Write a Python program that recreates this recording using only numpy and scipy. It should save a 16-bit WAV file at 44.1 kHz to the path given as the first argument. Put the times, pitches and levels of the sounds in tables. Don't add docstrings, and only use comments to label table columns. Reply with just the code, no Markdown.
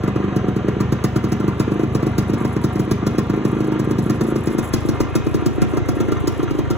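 import sys
import numpy as np
from scipy import signal
from scipy.fft import rfft, irfft
from scipy.io import wavfile
from scipy.ndimage import uniform_filter1d

SR = 44100
rng = np.random.default_rng(int(sys.argv[2]) if len(sys.argv) > 2 else 0)


def generate_wav(sig):
    pcm = np.round(np.clip(np.atleast_2d(sig).T, -1, 1) * 32767).astype(np.int16)
    wavfile.write(sys.argv[1], SR, pcm)


N = 298557
TIME = np.arange(N) / SR
TURN_S = .0386
SIZE = 65536
FREQ = np.arange(SIZE // 2 + 1) * SR / SIZE


def undb(db):
    return 10 ** (np.asarray(db) / 20)


def unit(x):
    return x / np.sqrt(np.mean(x ** 2))


def through(x, response):
    taps = np.roll(irfft(np.atleast_2d(response)), SIZE // 2, axis=1)
    filtered = signal.fftconvolve(np.atleast_2d(x), taps, axes=1)
    return np.squeeze(filtered[:, SIZE // 2:SIZE // 2 + N])


def colour(points):
    hz, db = np.transpose(points)
    return undb(np.interp(np.log(FREQ + 1), np.log(hz), db))


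def noise(points):
    return unit(through(rng.standard_normal(N), colour(points)))


def resonance(hz, width):
    return 1j * FREQ * width / (hz ** 2 - FREQ ** 2 + 1j * FREQ * width)


def strikes(times, sizes):
    return np.bincount(np.clip(times * SR, 0, N).astype(int), sizes, minlength=N + 1)[:N]


def swell(rise_ms):
    progress = TIME[:SR // 4] * 1000 / rise_ms
    return progress * np.exp(1 - progress)


def ring(hz, rise_ms):
    return swell(rise_ms) ** 3 * np.sin(2 * np.pi * hz * TIME[:SR // 4])


def play(kicks, shape):
    return signal.fftconvolve(kicks, shape)[:N]


def place_at(times):
    # (time [s], place)
    walk = [(0, 0.047), (2.9, 0.28), (3.5, 0.46), (4.0, 0.58), (4.5, 1.4), (5.0, 1.82), (6.77, 2.49)]
    return np.interp(times, *np.transpose(walk))


def rumble(level_db=-38, db_per_place=-2):
    # (frequency [Hz], relative level [dB])
    tone = [(25, -20), (42, -3.5), (60, -1), (90, -4), (130, 4), (170, -2), (230, 1), (310, -1),
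            (500, -24), (1500, -84)]
    return undb(level_db + db_per_place * place_at(TIME)) * noise(tone)


def reverberation(x, apart_hz=1100, stretches=14, fade_s=.38):
    tone = colour([(100, -4.5), (330, -1.5), (480, -5.5), (800, -4), (1400, -11.5), (2400, 4.5),
                   (3300, 3), (4500, -10.5), (6500, -8.5), (10000, -21.5), (15000, -14)])
    fade = np.exp(-np.log(1000) * TIME[:SIZE // 2] / fade_s)
    apart = np.minimum(FREQ / apart_hz, 1) * np.array([[1], [-1]])
    hop = N // stretches + 1
    out = np.zeros((2, N + 2 * SIZE))
    for centre in range(0, N + hop, hop):
        span = np.arange(max(centre - hop, 0), min(centre + hop, N))
        tail = rng.standard_normal((2, len(fade))) * fade
        mid, side = rfft(unit(tail) / np.sqrt(2 * len(fade)), SIZE) * tone
        stretch = x[span] * np.cos(np.pi / 2 * (span - centre) / hop)
        out[:, span[0]:span[0] + SIZE] += irfft(rfft(stretch, SIZE) * (mid + apart * side))
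    return out[:, :N]


def walls(x, dull_hz=557):
    # (pitch [Hz], width [Hz], level behind [dB], at the corner [dB], beside [dB])
    waves = [(54.6, 2.6, 2.5, 2.5, 11.5), (75.5, 5.5, 9.5, 14, 12), (98, 22, 0, -11, 3.5),
             (117.7, 6.6, 4, 9.5, 3.5), (147.3, 23.5, 8, 10.5, -4), (173.2, 2.8, 11, 17, -30),
             (198.6, 5, 20.5, 13.5, -23), (236, 3.3, 16, 8.5, -24), (277.4, 2.1, -8, 12, 4),
             (310.9, 3.64, 3.5, 14, 7), (348.3, 6.1, -10, 2, 4), (555, 14, -3, 10.5, -8),
             (729, 14, 7, 10, 17)]
    # (delay [s], level behind [dB], at the corner [dB], beside [dB])
    echoes = [(0.0093, -9.5, -17.0, -16.0), (0.0229, -13.5, -6.5, -14.5), (0.0299, -7.5, -15.5, -20.0),
              (0.0343, -15.0, -15.5, -14.5), (0.0425, -18.5, -14.0, -22.5), (0.047, -16.0, -10.5, -17.0),
              (0.0525, -15.0, -12.0, -30.5), (0.0719, -16.0, -18.0, -19.0), (0.0817, -11.5, -22.0, -19.0),
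              (0.0896, -19.0, -12.5, -24.0), (0.0983, -21.5, -14.0, -19.5), (0.1033, -18.0, -11.5, -16.0)]
    treble_loss = 1 / (1 + 1j * FREQ / dull_hz)
    place = np.clip(place_at(TIME), 0, 2)
    out = 0
    for spot in range(3):
        boom = sum(undb(db[spot]) * resonance(hz, width) for hz, width, *db in waves)
        slap = sum(undb(db[spot]) * np.exp(-2j * np.pi * FREQ * delay) for delay, *db in echoes)
        nearness = np.maximum(1 - abs(place - spot), 0)
        out = out + nearness * through(x, boom + slap * treble_loss)
    return out


def dead_spot(x, hz=184, width_hz=62, depth=0.98):
    # (frequency [Hz], boost [dB])
    opposed = [(50, 10), (100, 16.5), (150, 11.0), (220, 11.0), (270, -6), (500, -6)]
    beside = np.clip(place_at(TIME) - 1, 0, 1) ** 2
    wave = resonance(hz, width_hz)
    side = through(x.mean(axis=0), wave * colour(opposed)) * np.array([[1], [-1]])
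    return x - depth * beside * through(x, wave) + beside * side


def microphones(x):
    # (frequency [Hz], phase [radians])
    left_lead = [(0, 0), (130, -.35), (280, -.68), (500, -.6), (1400, -.6), (2100, .5), (3500, .2),
                 (4100, -.7), (4650, -3.14), (16000, 13.7)]
    lead = np.interp(FREQ, *np.transpose(left_lead))
    lead = lead - .35 * np.sin(2 * lead) * (FREQ > 4650)
    return through(x, np.exp(.5j * np.array([lead, -lead])))


def loose_part(buzz_db=1, scatter_db=4.0, count=500):
    # (frequency [Hz], relative level [dB])
    tone = [(3000, -35), (6000, 1.5), (8000, 11.5), (11000, 9.5), (15500, -4)]
    # (time [s], relative level [dB])
    levels = [(0.0, -76), (0.75, -77), (1.02, -68.5), (2.71, -53), (3.0, -63), (4.73, -48), (4.92, -59),
              (6.35, -56), (6.77, -68)]
    ticks = strikes(rng.uniform(0, N / SR, count), undb(scatter_db * rng.standard_normal(count)))
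    chatter = unit(play(ticks, swell(rise_ms=3.8)) * noise(tone))
    return chatter * undb(buzz_db + np.interp(TIME, *np.transpose(levels)))


def crank(fired):
    anchors = np.r_[fired[0] - TURN_S, fired, fired[-1] + 2 * TURN_S]
    turn_number = np.r_[0, np.cumsum(np.round(np.diff(anchors) / TURN_S))]
    every = np.arange(turn_number[-1])
    turns = np.interp(every, turn_number, anchors)
    return turns, turns[~np.isin(every, turn_number[1:-1])]


def fan(turns, level_db=-34.5, throb=0.0078):
    # (frequency [Hz], relative level [dB])
    tone = [(25, -30), (50, -10), (120, -30), (200, -59), (380, 8), (600, -0.5), (1250, -9.5), (1700, -13),
            (2600, -21.5), (3800, -22), (5000, -30), (6000, -29), (7700, -35.5), (9000, -39), (15500, -53)]
    angle = 2 * np.pi * np.interp(TIME, turns, np.arange(len(turns)))
    return undb(level_db) * noise(tone) * (1 + throb * np.cos(angle))


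def piston(turns, fired, knock_db, level_db=-35, scatter_db=2.6, jolt_db=9, lead_s=0.0043):
    # (pitch [Hz], width [Hz], relative level [dB])
    metal_notes = [(728.8, 42.5, 5.5), (973, 107, 3), (1041.6, 48, 6), (1170, 172, 4), (1371, 78, 4.5),
                   (1590, 240, -3.5), (1814, 51, -3.5), (2035, 140, -6), (2489, 64, -11), (2830, 97, -14),
                   (3223, 460, -18.5), (3690, 310, -20.5), (6120, 78, -18), (6580, 78, -25),
                   (7500, 270, -33)]
    metal = sum(undb(db) * resonance(hz, width) ** 2 for hz, width, db in metal_notes)
    stroke_ends = np.r_[turns, turns + TURN_S / 2]
    knocks = strikes(stroke_ends, undb(scatter_db * rng.standard_normal(len(stroke_ends))))
    jolts = strikes(fired - lead_s, undb(jolt_db + knock_db))
    blows = play(knocks, swell(rise_ms=5.5)) + play(jolts, swell(rise_ms=3.05))
    return undb(level_db) * unit(through(blows * rng.standard_normal(N), metal))


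def pumping(missed, chug_db=-23, note_db=-31, side_db=-3.5, lag_s=0.0021, scatter_db=1.9):
    place_db = side_db * np.minimum(place_at(missed), 1)
    puffs = undb(scatter_db * rng.standard_normal(len(missed)) + place_db)
    chug = play(strikes(missed + lag_s, puffs), ring(hz=107.6, rise_ms=7.8))
    note = play(strikes(missed, puffs), ring(hz=278, rise_ms=2.06))
    return undb(chug_db) * chug + undb(note_db) * note


def gas_bark(times, knock_db, level_db=-19, growth=0.88):
    # (frequency [Hz], relative level [dB])
    tone = [(200, 11.5), (400, 9.5), (620, 4), (850, -10), (1250, 1.5), (1700, -12.5), (2600, -18.5),
            (4500, -28.5), (9000, -88)]
    bursts = strikes(times, undb(level_db + growth * knock_db))
    return play(bursts, swell(rise_ms=4.32)) * noise(tone)


def gas_spit(times, hiss_db, boost_db=3.0, soft_db=-47, ragged_db=2.2, attack_ms=1.35, hold_ms=14.1):
    # (frequency [Hz], relative level [dB])
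    tone = [(1500, -48), (3500, -3), (5000, 5), (6200, 3), (8000, -2.5), (9000, -0.5), (11000, -4.5),
            (15500, -6)]
    ms = 1000 * TIME[:SR // 8]
    burst = (1 - np.exp(-ms / attack_ms)) / (1 + (ms / hold_ms) ** 4)
    eddies = undb(ragged_db * unit(uniform_filter1d(rng.standard_normal(N), size=60)))
    cut_db = 1.5 * np.minimum(hiss_db - soft_db, 0)
    spits = strikes(times, undb(boost_db + hiss_db + cut_db))
    return play(spits, burst) * eddies * noise(tone)


def exhaust(fired, pop_db, hiss_db, middling_db=-42.0, lead_s=0.00096):
    # (pitch [Hz], swell time [ms], growth [dB per dB of gas hiss],
    # level behind [dB], at the corner [dB], beside [dB])
    notes = [(332, 3.48, 0.4062, -4.5, -4, -2.5), (121.2, 8.4, 0.55, -12.0, -16, -17.5),
             (77.04, 11.9, 0.07, -26.5, -29.5, -30.5), (596, 2.05, 0.4, -27.5, -18, -30),
             (227.8, 22.3, 0.79, -29.5, -17, -25)]
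    place = place_at(fired)
    hardness_db = hiss_db - middling_db
    out = 0
    for hz, rise_ms, growth, *db in notes:
        place_db = np.interp(place, [0, 1, 2], db)
        pulses = strikes(fired - lead_s, undb(pop_db + growth * hardness_db + place_db))
        out = out + play(pulses, ring(hz, rise_ms))
    return out


def scene():
    # (time [s], pop level [dB], gas hiss [dB], knock [dB])
    firings = [(0.0375, -7, -45.5, -5.5), (0.0785, -6.5, -44, -3.5), (0.1605, -4.5, -47.5, -5),
               (0.2007, -6.5, -54, -14), (0.2412, -5, -50.5, -11), (0.281, -7.5, -57, -6),
               (0.3226, -8.0, -57, -14), (0.3629, -6.5, -40, -5.5), (0.443, -6.5, -56, -9.0),
               (0.4836, -5, -47.0, -7), (0.5638, -7, -44.5, -13), (0.6447, -5.5, -57, -16),
               (0.6841, -6.5, -44.5, -2.5), (0.7653, -3, -61, -19), (0.8051, -7.5, -38.5, -3),
               (0.9229, -8, -36.5, -1), (1.0422, -10, -31.5, -1), (1.1609, -8, -36.5, -2),
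               (1.2414, -7, -41, -6), (1.3216, -9, -35.5, -1.5), (1.401, -7.5, -46, -8),
               (1.441, -4.5, -51.0, -6), (1.4801, -5.5, -41.5, -4.5), (1.599, -9.5, -32.5, -1.5),
               (1.6777, -4.5, -52, -8), (1.7178, -6.0, -47.0, -5), (1.7567, -3, -59, -37),
               (1.7955, -5.5, -47.5, -6.5), (1.8334, -4, -46.5, -5.5), (1.9504, -9, -36, 0),
               (2.0285, -5, -45, -5), (2.0666, -5.5, -42.5, -6), (2.1827, -10, -31.0, -1.0),
               (2.297, -4.5, -47, -7), (2.3355, -6.5, -42, -5.5), (2.3727, -8.0, -68, -10.5),
               (2.411, -4, -54, -9.0), (2.4494, -6.5, -40.5, -3.5), (2.5642, -5, -47, -3.5),
               (2.642, -8.5, -33.5, -7), (2.7572, -7.0, -46, -18), (2.7964, -7, -38.5, -3.0),
               (2.8766, -8.5, -54, -13), (2.9136, -9, -32.5, 0.5), (3.0282, -5, -54, -7.5),
               (3.0673, -9.5, -34, -0.5), (3.1467, -9, -53, -15.0), (3.183, -9.5, -34, -0.5),
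               (3.2981, -6.5, -43.5, -6), (3.3368, -4, -49.5, -5), (3.3747, -5.5, -50, -21),
               (3.4129, -9, -56, -23), (3.4514, -5.5, -40.5, -3), (3.5278, -1, -57.5, -19),
               (3.566, -3.5, -55, -15.5), (3.6047, -5.5, -44, -10), (3.6433, -7.5, -48, -22),
               (3.6815, -3.5, -54, -21), (3.7198, -5.0, -48, -10.0), (3.7585, -6, -56, -11),
               (3.7963, -6.5, -40.5, -8.5), (3.8727, 0, -60.0, -26), (3.9104, -7, -40.5, -10),
               (3.9864, -7.5, -39.5, -9.5), (4.0617, -6.5, -52.5, -23), (4.0995, -8, -35, -2),
               (4.211, -9.5, -38.0, -3), (4.2481, -6.5, -50, -19), (4.2849, -6.5, -48.5, -24),
               (4.3219, 0, -59, -16), (4.359, -6.5, -41.5, -6.5), (4.4723, -8, -38, -3),
               (4.5097, -9.5, -48.5, -20), (4.548, -4.0, -52, -20), (4.5859, -10.0, -34.5, -2.5),
               (4.7367, -12.0, -29, -1), (4.8505, -5.5, -49.5, -14), (4.889, -8.0, -35.5, -7),
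               (5.0041, -10.0, -32, 0), (5.1547, -10.5, -30.5, -0.5), (5.2675, -6, -45.5, -7),
               (5.3447, -8.5, -37, -7), (5.422, -4, -63, -21), (5.462, -9, -33.5, -4),
               (5.5811, -4, -53.0, -12), (5.6193, -9, -36, 1), (5.7357, -6, -48.5, -9.0),
               (5.7717, -8, -38.5, -4.5), (5.8877, -10.5, -34.5, -3.5), (5.9675, -2.5, -61, -14),
               (6.004, -7.5, -37.0, -2.0), (6.0841, -6, -48, -6.5), (6.1203, -8.5, -39.5, -4),
               (6.2389, -5.5, -58, -35), (6.2752, -10.5, -32.0, -2.5), (6.3939, -7, -48, -10),
               (6.4304, -7, -42, -8.5), (6.5097, -7.5, -45, -9), (6.5488, -7.0, -49.5, -19),
               (6.5879, -7.0, -40, -6), (6.7045, -9, -36.5, -6.5)]
    fired, pop_db, hiss_db, knock_db = np.transpose(firings)
    turns, missed = crank(fired)
    pops = exhaust(fired, pop_db, hiss_db) + pumping(missed)
    gas_times = fired - 0.0034
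    gas = gas_bark(gas_times, knock_db) + gas_spit(gas_times, hiss_db)
    scooter = pops + gas + piston(turns, fired, knock_db) + fan(turns) + loose_part()
    garage = walls(pops) + reverberation(scooter - .5 * pops) + rumble()
    return dead_spot(microphones(scooter + garage))


def record(dry, low_hz=35, top_hz=15800):
    trimmed = signal.sosfilt(signal.butter(4, low_hz, "high", fs=SR, output="sos"), dry)
    return signal.sosfilt(signal.ellip(8, .2, 80, top_hz, fs=SR, output="sos"), trimmed)


dry = scene()
out = record(dry)
generate_wav(out)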